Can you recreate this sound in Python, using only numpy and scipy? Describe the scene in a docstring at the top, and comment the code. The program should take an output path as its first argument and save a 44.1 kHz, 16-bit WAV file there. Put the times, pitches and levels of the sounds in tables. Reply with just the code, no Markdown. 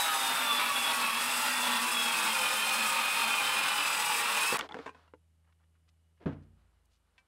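"""A hand-held circular saw with a 24-tooth blade cuts a wooden panel on a truck bed, outdoors. Its teeth tear
the wood with a rasp and a spray of chips, and the blade whines and slows under load. It speeds up as it leaves
the wood, then its sound breaks off abruptly; the offcut drops and clatters. Cloth and boots rub on the panel,
and the saw is set down with a hollow thud that rings the bed. Behind it all are still air, faint insects and an
engine humming far away."""
import sys
import numpy as np
from scipy import signal
from scipy.fft import rfft, irfft, next_fast_len
from scipy.io import wavfile
from scipy.ndimage import uniform_filter1d, map_coordinates

SR = 44100
rng = np.random.default_rng(int(sys.argv[2]) if len(sys.argv) > 2 else 0)


def to_wav(s):
    """Save 16-bit WAV."""
    ch = np.atleast_2d(s).T  # columns
    pcm = np.round(np.clip(ch, -1, 1) * 32767)  # PCM
    wavfile.write(sys.argv[1], SR, pcm.astype(np.int16))


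N = 320607
TIME = np.arange(N) / SR
TEETH, LOADED_SPEED = 24, 43.9   # the speed under heavy load, in turns per second
DRUM_CENTRE_S, DRUM_LENGTH_S = 2.12, 5.1   # the panel drums most in the middle of the cut
CUTOFF_HZ = 15700


def from_db(db):
    """Turn decibels into a gain."""
    return 10 ** (np.asarray(db) / 20)


def rms_one(x):
    """Scale a sound so that its average strength (rms) is 1."""
    return x / np.sqrt(np.mean(x ** 2) + 1e-20)


def in_time(rows):
    """Join (time, value) points with straight lines, giving a value for every sample."""
    return np.interp(TIME, *np.transpose(rows))


def noise():
    """White noise for the whole scene."""
    return rng.standard_normal(N)


def colour(x, spectrum):
    """Shape a sound with a curve of (f/Hz, relative level/dB) points; rms 1."""
    size = next_fast_len(N)
    hz, db = np.transpose(spectrum)
    bins = np.fft.rfftfreq(size, 1 / SR) + 1
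    gain = from_db(np.interp(np.log(bins), np.log(hz), db))
    return rms_one(irfft(rfft(x, size) * gain, size)[:N])


def drift(rate_hz):
    """A smooth random wander, about 1 in size; a higher rate wanders faster."""
    step = 40   # samples between random points
    r = np.exp(-2 * step * np.pi * rate_hz / SR)
    slow = signal.lfilter([1], [1, -2 * r, r * r], rng.standard_normal(N // step + 2002))[2000:]
    return np.interp(np.arange(N) / step, np.arange(len(slow)), rms_one(slow))


def resonate(x, resonances):
    """Pass a sound through several resonances side by side and add them up."""
    return sum(from_db(db) * signal.lfilter(*signal.iirpeak(hz, hz / width, fs=SR), x)
               for hz, width, db in resonances)


def response(pitch, centre_hz, width_hz):
    """Gain of a gliding tone as it passes a resonance; 1 at the centre."""
    return 1 / (1 + (2 * (pitch - centre_hz) / width_hz) ** 2)


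def band_pass(x, low_hz, high_hz, order):
    """Keep what lies between two frequencies; a higher order gives steeper edges."""
    return signal.sosfilt(signal.butter(order, [low_hz, high_hz], "band", fs=SR, output="sos"), x)


def band(x, low_hz, high_hz):
    """One frequency band of a sound; rms 1."""
    return rms_one(band_pass(x, low_hz, high_hz, order=2))


def dying(t, t60):
    """A fade that falls by 60 dB in t60 seconds."""
    return np.exp(-np.log(1000) * t / max(t60, 1e-3))


def mode(t, hz, t60):
    """One natural note of a struck object: a sine wave that dies away."""
    return np.sin(2 * np.pi * hz * t) * dying(t, t60)


def swell(centre_s, length_s):
    """A rounded rise and fall around a moment."""
    return np.cos(np.pi * np.clip((TIME - centre_s) / length_s, -.5, .5))


def swells(rows):
    """The gains of several swells added up."""
    return sum(from_db(db) * swell(s, length) for s, length, db in rows)


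def add(out, start_s, sound):
    """Mix a sound into a track at a given time."""
    at = int(start_s * SR)
    out[at:at + len(sound)] += sound[:N - at]


def tone(cycles, flutter_db, flutter_hz, smear):
    """A machine tone whose level flutters and whose phase jitters by about `smear` radians; rms 1."""
    level = from_db(flutter_db * drift(flutter_hz))
    return rms_one(level * np.sin(2 * np.pi * cycles + smear * drift(22)))


def reflected(x, strength, count):
    """Short echoes off panel, guard and body come and go as the saw moves."""
    lags = rng.uniform(.001, .009, count) * SR
    return x + strength * sum(drift(2.11) * np.roll(x, int(lag)) for lag in lags)


def bites(turns, repeat, depth, wobble_db):
    """Teeth tear the wood: the share `repeat` is alike on every turn, the rest is fresh chips."""
    size, alike = 1024, 0
    for edge in rng.standard_normal((2, size)):   # the pattern of the edges shifts with the grain
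        alike += drift(1.2) * map_coordinates(edge, [turns % 1 * size], order=3, mode="grid-wrap")
    alike /= np.sqrt(uniform_filter1d(alike ** 2, size=4000) + 1e-6)   # even out its level
    force = np.sqrt(repeat) * alike + np.sqrt(1 - repeat) * noise()
    per_tooth = 1 + depth * np.cos(2 * np.pi * TEETH * turns)
    wobble = from_db(wobble_db * np.sin(2 * np.pi * turns))   # one side of the blade bites deeper
    return force * per_tooth * wobble


def rasp(force, turns, chatter):
    """The bites shake the panel and the shoe (the saw's base plate); whirring tones ride on top."""
    # tone colour of the rasp: f/Hz, relative level/dB
    spectrum = [(30, -51), (100, -21), (220, -14.5), (350, -13), (520, -8.5), (660, -8), (745, -7),
                (820, -1.5), (1200, 0.5), (1500, -2), (2050, -4.5), (3000, -6), (3600, -4), (4400, -9.5),
                (6000, -25)]
    # resonances of the shoe and the panel under it: f/Hz, width/Hz, level/dB
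    shoe = [(827, 8.3, -1), (914, 130, -3.5), (1190, 60, -8.5), (1400, 25, -3.5), (1710, 35, -4),
            (3300, 520, -15.5)]
    # whirring tones: multiple of the blade speed, relative level/dB
    whirr_tones = [(18, -28.5), (21, -19.5), (25, -20), (27, -20), (28, -20.5), (33, -17), (36, -23),
                   (39, -21.5), (42, -22), (48, -17.5), (96, -23.5), (120, -28)]
    tearing = colour(force + resonate(force, shoe), spectrum)
    whirr = sum(from_db(db) * tone(multiple * turns, flutter_db=4.5, flutter_hz=9, smear=chatter)
                for multiple, db in whirr_tones)
    return tearing + whirr


def blade_ring(speed, turns):
    """The bites ring the blade's plate, fully once the load has pulled it down to LOADED_SPEED."""
    # resonances of the plate: f/Hz, width/Hz, relative level/dB
    plate = [(2495, 80, 8.5), (2610, 110, 8), (2700, 100, -5.5)]
    level_db = -37.5 - 0.75 * np.maximum(speed - LOADED_SPEED, 0)
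    force = bites(turns, repeat=0.2, depth=0.47, wobble_db=3.0)
    return from_db(level_db) * rms_one(resonate(force, plate))


def chip_spray(turns):
    """Chips fly off the teeth in an uneven hiss; fine dust hisses higher still and slowly fades."""
    # loudness of the spray: t/s, level/dB
    levels = [(0.0, -34.5), (.07, -37), (.09, -40), (.16, -36.5), (0.54, -41), (0.84, -37), (1.13, -40),
              (1.23, -37.5), (1.94, -38), (2.25, -37), (2.9, -37.5), (3.74, -38.5), (4.21, -35),
              (4.25, -41), (4.41, -34.5), (4.55, -40.5)]
    # tone colour of the spray: f/Hz, relative level/dB
    spectrum = [(2500, -24.5), (4400, -6), (5050, 4.5), (5700, -2), (7450, -1.5), (7820, 4.5), (8150, 3.5),
                (8500, 3.5), (9000, 3), (10100, 0.5), (11000, -2.5), (15500, -10)]
    chips = bites(turns, repeat=0.068, depth=0.42, wobble_db=0.3)
    chips *= from_db(0.63 * drift(150) + 1.2 * drift(24))
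    chips = reflected(chips, strength=.18, count=12)
    dust = from_db(-44.5 - 4 * TIME) * band(noise(), 10000, 13000)
    return from_db(in_time(levels)) * colour(chips, spectrum) + dust


def whine(turns, biting):
    """A tone at three times the tooth rate flares each time the blade binds in the cut."""
    # moments of binding: centre t/s, length/s, level/dB
    binds = [(0.02, 0.17, -40), (.29, 0.45, -44.5), (.53, .17, -34.5), (.66, 0.1, -45), (.77, 0.099, -39),
             (.87, 0.13, -35), (1.17, 0.31, -49), (1.62, 0.24, -43.5), (1.75, 0.13, -42), (2.0, 0.2, -36),
             (2.1, 0.098, -38), (2.31, 0.066, -40), (2.43, 0.12, -44), (2.61, 0.12, -39.5),
             (2.87, 0.09, -46), (3.18, 0.089, -51), (3.31, 0.26, -45), (3.49, 0.14, -38.5),
             (3.66, 0.28, -52), (3.79, 0.11, -42.5), (4.1, 0.11, -45)]
    level = biting * from_db(-48.5 + 0.5 * drift(4)) + swells(binds)
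    return level * tone(3 * TEETH * turns, flutter_db=2.5, flutter_hz=60, smear=0.89)


def blade_song(speed, wobble):
    """The blade sings as its tone passes the plate's resonance; chips shake it and add a rough burr."""
    # surges as the saw is pushed harder: centre t/s, length/s, level/dB
    surges = [(1.03, 0.21, -42), (1.4, .22, -54), (1.9, 0.17, -42.5), (2.17, 0.11, -38), (2.47, 0.28, -46),
              (2.76, 0.25, -43), (3.07, 0.11, -39.5), (3.35, 0.21, -38.5), (3.59, 0.097, -42.5),
              (4.44, 0.2, -39)]
    resonance_hz, width_hz, plate_hz = 2546, 960, 2450
    drive_hz = 57.5 * speed
    level = from_db(-46) * response(drive_hz, resonance_hz, width_hz) + swells(surges)
    pull = .75 * response(drive_hz, plate_hz, width_hz=230)   # the plate's own note draws the pitch in
    cycles = np.cumsum(drive_hz + pull * (plate_hz - drive_hz)) / SR
    song = level * wobble * tone(cycles, flutter_db=2.0, flutter_hz=30, smear=0.35)
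    burr_level = from_db(-42.5) * response(drive_hz, resonance_hz, width_hz / 2)
    burr = tone(cycles + drift(33) / 4, flutter_db=2.5, flutter_hz=60, smear=1.0)
    return song + burr_level * burr


def tooth_tone(speed, turns):
    """Teeth strike the wood one after another, making a tone that grows as the blade slows."""
    level_db = -51 - 0.6 * (speed - LOADED_SPEED)
    return from_db(level_db) * tone(TEETH * turns, flutter_db=0.5, flutter_hz=3.8, smear=0.18)


def motor_hum(speed, turns):
    """The motor's hum swells near a panel resonance and beats with a tone at five times blade speed."""
    motor_ratio = 5.18   # motor turns per blade turn
    resonance = response(motor_ratio * speed, centre_hz=247, width_hz=48)
    level = from_db(-50) * swell(DRUM_CENTRE_S, DRUM_LENGTH_S) * resonance
    throb = .65 * tone(5 * turns, flutter_db=3.5, flutter_hz=4.3, smear=0.1)
    hum = tone(motor_ratio * turns, flutter_db=4.0, flutter_hz=7.5, smear=0.35)
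    return level * (hum + throb)


def squeals(turns, chatter):
    """Now and then another multiple of the blade speed catches a resonance and squeals."""
    # squeals: centre t/s, length/s, multiple of the blade speed, level/dB
    catches = [(0.083, 0.57, 15.4, -39), (.12, 0.26, 24, -38.5), (.17, .4, 120, -53),
               (0.58, 0.74, 24, -40.5), (.73, 0.095, 24, -40.5), (1.05, 0.38, 24, -39.5),
               (1.45, 0.41, 18, -46.5), (1.62, 0.12, 20, -39), (1.64, 0.5, 39, -41), (1.83, 0.091, 24, -40),
               (2.451, 0.33, 12, -49), (2.738, 0.37, 95.7, -45.5), (2.93, .15, 28, -37),
               (3.33, 0.12, 33, -44.5), (3.72, 0.34, 36, -46), (3.8, 0.98, 120, -50), (4.07, 0.24, 21, -39),
               (4.28, 0.19, 67, -38), (4.34, 0.42, 46, -45)]
    out = np.zeros(N)
    for s, length, multiple, db in catches:
        squeal = tone(multiple * turns, flutter_db=3, flutter_hz=25, smear=chatter)
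        out += from_db(db) * swell(s, length) * squeal
    return out


def saw():
    """One blade speed drives the tones and the tearing of the wood, until the sound breaks off."""
    # the blade slows under load and speeds up as it comes free: t/s, speed/(turns per s)
    speeds = [(0, 54.3), (.12, 52.1), (.2, 51.2), (.42, 50), (.5, 48.4), (.68, 47.2), (.82, 47.4),
              (.9, 46.7), (1.05, 46), (1.17, 46.2), (1.3, 47.8), (1.48, 48.6), (1.6, 48), (1.68, 47.2),
              (1.76, 47.6), (1.92, 47.2), (1.98, 46.5), (2.05, 46.4), (2.1, 45.7), (2.35, 44), (2.42, 42.4),
              (2.6, 43.4), (2.85, 44.2), (3.02, 43.5), (3.16, 44.3), (3.32, 43.2), (3.5, 42.8), (3.7, 41.7),
              (3.95, 41), (4.22, 39.5), (4.3, 40.6), (4.5, 46.3), (4.57, 46.7)]
    exit_s, exit_length_s, stop_s = 4.4, 0.065, 4.572
    speed = in_time(speeds)
    turns = np.cumsum(speed * (1 + .0012 * drift(12))) / SR
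    free = np.clip((TIME - exit_s) / exit_length_s, 0, 1)   # 0 in the cut, 1 out of the wood
    biting = from_db(-23 * free)
    chatter = np.interp(TIME, [1.1, 1.8], [.42, .95])   # phase jitter in radians, more deep in the cut
    force = bites(turns, repeat=0.4, depth=.4, wobble_db=0.14)
    force *= from_db(1.1 * drift(25))   # the grain makes the bites uneven
    force = reflected(force, strength=0.17, count=10)
    out = from_db(-33 - 2 * free) * rasp(force, turns, chatter)
    out += blade_ring(speed, turns) + chip_spray(turns)
    out += from_db(-64) * swell(DRUM_CENTRE_S, DRUM_LENGTH_S) * band(force, 170, 330)   # panel drums
    wobble = 1 + 0.13 * np.sin(2 * np.pi * turns + drift(4.8))   # the level sways once a turn
    out += wobble * whine(turns, biting) + blade_song(speed, wobble)
    out += biting * tooth_tone(speed, turns) + motor_hum(speed, turns) + squeals(turns, chatter)
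    running = np.clip((stop_s - TIME) / 0.003 + 1, 0, 1)
    return running * out


def air():
    """Still outdoor air is a soft, steady hush."""
    # tone colour of the air: f/Hz, relative level/dB
    spectrum = [(30, -1), (100, 5), (300, -5.5), (1000, -12), (3000, -16.5), (6000, -22), (9300, -18),
                (12500, -23), (14000, -35.5)]
    return from_db(-79) * colour(noise(), spectrum)


def insects():
    """A thin, far trill in the grass, made from a narrow band of noise."""
    return from_db(-95.5) * band(noise(), 2880, 2980)


def engine():
    """Only an engine's low firing tones carry from far away; the hum swells, holds and fades."""
    # firing tones: multiple of the engine speed, level at the loudest/dB
    firing_tones = [(3, -68.5), (6, -82)]
    engine_hz, loudest_s, leaves_s = 27.1, 4.7, 6.2
    rise_db = np.clip(13.5 * (TIME - loudest_s), -14, 0)
    fade_db = 12.5 * np.maximum(TIME - leaves_s, 0)
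    cycles = np.cumsum(engine_hz * (1 + 0.0011 * drift(2.4))) / SR
    hum = sum(from_db(db) * np.sin(2 * np.pi * multiple * cycles) for multiple, db in firing_tones)
    return from_db(rise_db - fade_db) * np.sqrt(2) * hum


def rustle():
    """Each shift of the body is one uneven swell of rubbing cloth."""
    # cloth and boots slide on the panel: centre t/s, length/s, level/dB
    slides = [(4.6, 0.16, -46), (4.81, 0.22, -56.5), (4.98, 0.33, -69), (6.7, 0.78, -84.5),
              (7.197, 0.47, -80.5)]
    # tone colour of the cloth: f/Hz, relative level/dB
    spectrum = [(100, -12), (400, -2.5), (1300, 1.5), (2500, -8.5), (4200, -12), (7000, -25), (15000, -42)]
    return swells(slides) * from_db(1.8 * drift(4.4)) * colour(noise(), spectrum)


def knocks():
    """Offcut, shoe and hands knock on the panel; a harder blow rings higher and brighter."""
    # blows: t/s, level/dB, ring f/Hz, t60/s
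    blows = [(4.525, -16.5, 476, 0.056), (4.543, -20.5, 490, 0.034), (4.557, -17, 1165, 0.041),
             (4.583, -27, 1700, 0.064), (4.594, -19.5, 1400, 0.09), (4.611, -29, 1230, 0.065),
             (4.625, -30.5, 550, 0.058), (4.646, -37.5, 640, 0.13), (4.691, -34.5, 850, 0.13),
             (4.71, -33, 833, 0.07), (4.722, -35, 880, 0.1), (4.7438, -22, 800, 0.031),
             (4.749, -30, 490, 0.091), (4.767, -28.5, 502, 0.053), (4.79, -30, 463, 0.054),
             (4.797, -30, 467, 0.049), (4.861, -29, 640, 0.05), (4.864, -26.5, 1063, .07),
             (4.876, -31.5, 1004, 0.13), (4.892, -33, 1060, 0.076), (4.947, -45, 994, 0.14),
             (5.078, -52, 1380, 0.056), (5.137, -38.5, 495, 0.067), (7.18, -53.5, 3100, 0.14)]
    # the panel's main modes: f/Hz, relative level/dB, share of the blow's t60
    panel_modes = [(279, -23, 1.6), (443, -19.5, 1.5), (795, -20.5, 1.1), (1028, -17, 0.79),
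                   (1360, -18.5, .8), (1800, -26, 0.76), (2400, -25, 0.98), (3090, -29.5, .6)]
    # the wood's many crowded modes, as bands of noise:
    # low f/Hz, high f/Hz, relative level/dB, rise/(dB per octave of ring pitch), share of the t60
    wood_bands = [(150, 620, -19.5, -2.5, 0.9), (600, 1900, -16.5, -1, 0.57),
                  (2000, 3800, -33.5, 14.5, 0.45), (4180, 11000, -36.5, 9, 0.92)]
    middle_hz, tilt_db = 800, 5.5
    out, t = np.zeros(N), TIME[:SR // 2]
    for s, level_db, ring_hz, t60 in blows:
        hardness = np.log2(ring_hz / middle_hz)
        blow = from_db(-9.5) * mode(t, ring_hz, min(t60, 60 / ring_hz))   # wood rings briefly
        for hz, db, share in panel_modes:
            bright_db = tilt_db * hardness * np.log2(hz / middle_hz)
            strength = rng.choice([-1, 1]) * from_db(db + bright_db + rng.normal(0, 1.5))
            shifted_hz = hz * np.exp(.09 * rng.normal())   # each blow lands on another spot
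            blow += strength * mode(t, shifted_hz, share * t60)
        for low_hz, high_hz, db, rise_db, share in wood_bands:
            burst = band(rng.standard_normal(len(t)), low_hz, high_hz)
            blow += from_db(db + rise_db * hardness) * burst * dying(t, share * t60)
        attack = 1 - dying(t, 0.0011)
        add(out, s, from_db(level_db) * blow * attack)
    return band_pass(out, 110, 8500, order=3)   # only the range between 110 Hz and 8.5 kHz is kept


def clacks():
    """The guard snaps shut and the shoe strikes: each a sharp spike, a crackle and a metal ring."""
    # hard contacts: t/s, peak level/dB, low f/Hz, high f/Hz
    contacts = [(4.5918, -18.5, 1290, 8800), (4.6103, -19.5, 1400, 3760), (4.6905, -40.5, 1800, 3800),
                (4.7213, -40, 3200, 3960), (4.7440, -32.5, 700, 2400), (4.7885, -39, 1300, 3580),
                (4.8605, -45, 1500, 8000)]
    # modes of guard and blade: f/Hz, relative level/dB, t60/s
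    guard_modes = [(1655, -11, 0.012), (2175, -22, 0.04), (3490, -9, 0.012), (5140, -47, 0.3),
                   (5230, -47, .25), (7200, -33, 0.07), (8450, -35, .06)]
    out, t = np.zeros(N), TIME[:SR // 2]
    for s, peak_db, low_hz, high_hz in contacts:
        spike = t == 0
        crackle = from_db(-15.5) * rng.standard_normal(len(t)) * dying(t, t60=.004)
        ring = from_db(-13.5) * sum(from_db(db) * mode(t, hz, t60) for hz, db, t60 in guard_modes)
        snap = band_pass(spike + crackle + ring, low_hz, high_hz, order=2)
        add(out, s, from_db(peak_db) * snap / np.abs(snap).max())
    return out


def scuffs():
    """Hands, boots and shoe catch on the wood: a quick run of tiny slips through one broad resonance."""
    # scuffs: centre t/s, length/s, level/dB, resonance f/Hz
    rubs = [(5.448, .015, -76, 1204), (5.49, .07, -76, 1100), (5.528, 0.012, -72, 1700),
            (5.612, .04, -77, 1000), (5.639, 0.019, -75.5, 1300), (5.76, .05, -81, 1400),
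            (5.888, 0.026, -76, 1500), (5.891, .025, -71, 3400), (6.181, .03, -78, 1600),
            (6.228, 0.062, -66, 1600), (6.23, 0.067, -57, 415), (6.33, .03, -61.5, 1704),
            (6.435, .03, -81, 3300), (6.857, .012, -76, 7500), (6.941, .09, -78, 3790)]
    slips_per_s, spread = 2500, 1.45   # the resonance spans this ratio either side of its centre
    out, t = np.zeros(N), TIME[:SR // 4]
    for s, length, db, hz in rubs:
        slips = rng.standard_normal(len(t)) * (rng.random(len(t)) < slips_per_s / SR)
        body = band_pass(slips, hz / spread, hz * spread, order=1)
        rub = band(body, hz / 3, min(hz * 2.5, CUTOFF_HZ))
        arch = np.sin(np.pi * np.minimum(t / length, 1))
        add(out, s - length / 2, from_db(db) * rub * arch)
    return out


def landing():
    """The weight of the saw sets the hollow truck bed booming; loose parts add a short rattle."""
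    # the saw is set down: t/s, level/dB
    landings = [(6.257, -23.5)]
    # modes of the bed: f/Hz, relative level/dB, t60/s
    bed_modes = [(55.7, -23, 3.1), (89.2, -6, 0.77), (147.5, -9, 0.63), (177, -10, 0.51),
                 (223, -12.5, 0.62), (282, -4.5, 0.39), (353, -18, 0.17), (450, -13, 0.34),
                 (510, -3.5, 0.15), (637, -12.5, 0.29), (740, -28, .17), (1545, -16, 0.16),
                 (1640, -19, 0.2)]
    # tone colour of the rattle: f/Hz, relative level/dB
    spectrum = [(40, -37), (150, 9.5), (300, 3.5), (600, -10.5), (1500, -16.5), (3000, -29), (5000, -43),
                (8000, -54), (15000, -71)]
    out, t = np.zeros(N), TIME[:2 * SR]
    for s, level_db in landings:
        boom = sum((-1) ** k * from_db(db) * mode(t, hz, t60)
                   for k, (hz, db, t60) in enumerate(bed_modes))
        rattle = colour(noise(), spectrum)[:len(t)] * (dying(t, 0.21) + from_db(-16.5) * dying(t, 0.59))
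        thud = from_db(-11) * boom + from_db(-6) * rattle
        attack = 1 - dying(t, 0.016)
        add(out, s, from_db(level_db) * thud * attack)
    return out


def scene():
    """All sources sit in the middle; open air adds only a trace of stereo width."""
    mid = air() + insects() + saw() + knocks() + clacks() + landing() + engine() + scuffs() + rustle()
    scatter = rng.standard_normal(SR // 30) * dying(TIME[:SR // 30], t60=.04)
    side = from_db(-31.5) * signal.fftconvolve(mid, scatter / np.linalg.norm(scatter))[:N]
    return np.array([mid + side, mid - side])


def record(dry):
    """The highest treble is cut off steeply."""
    return signal.sosfilt(signal.ellip(10, .2, 80, CUTOFF_HZ, fs=SR, output="sos"), dry)


dry = scene()
out = record(dry)
to_wav(out)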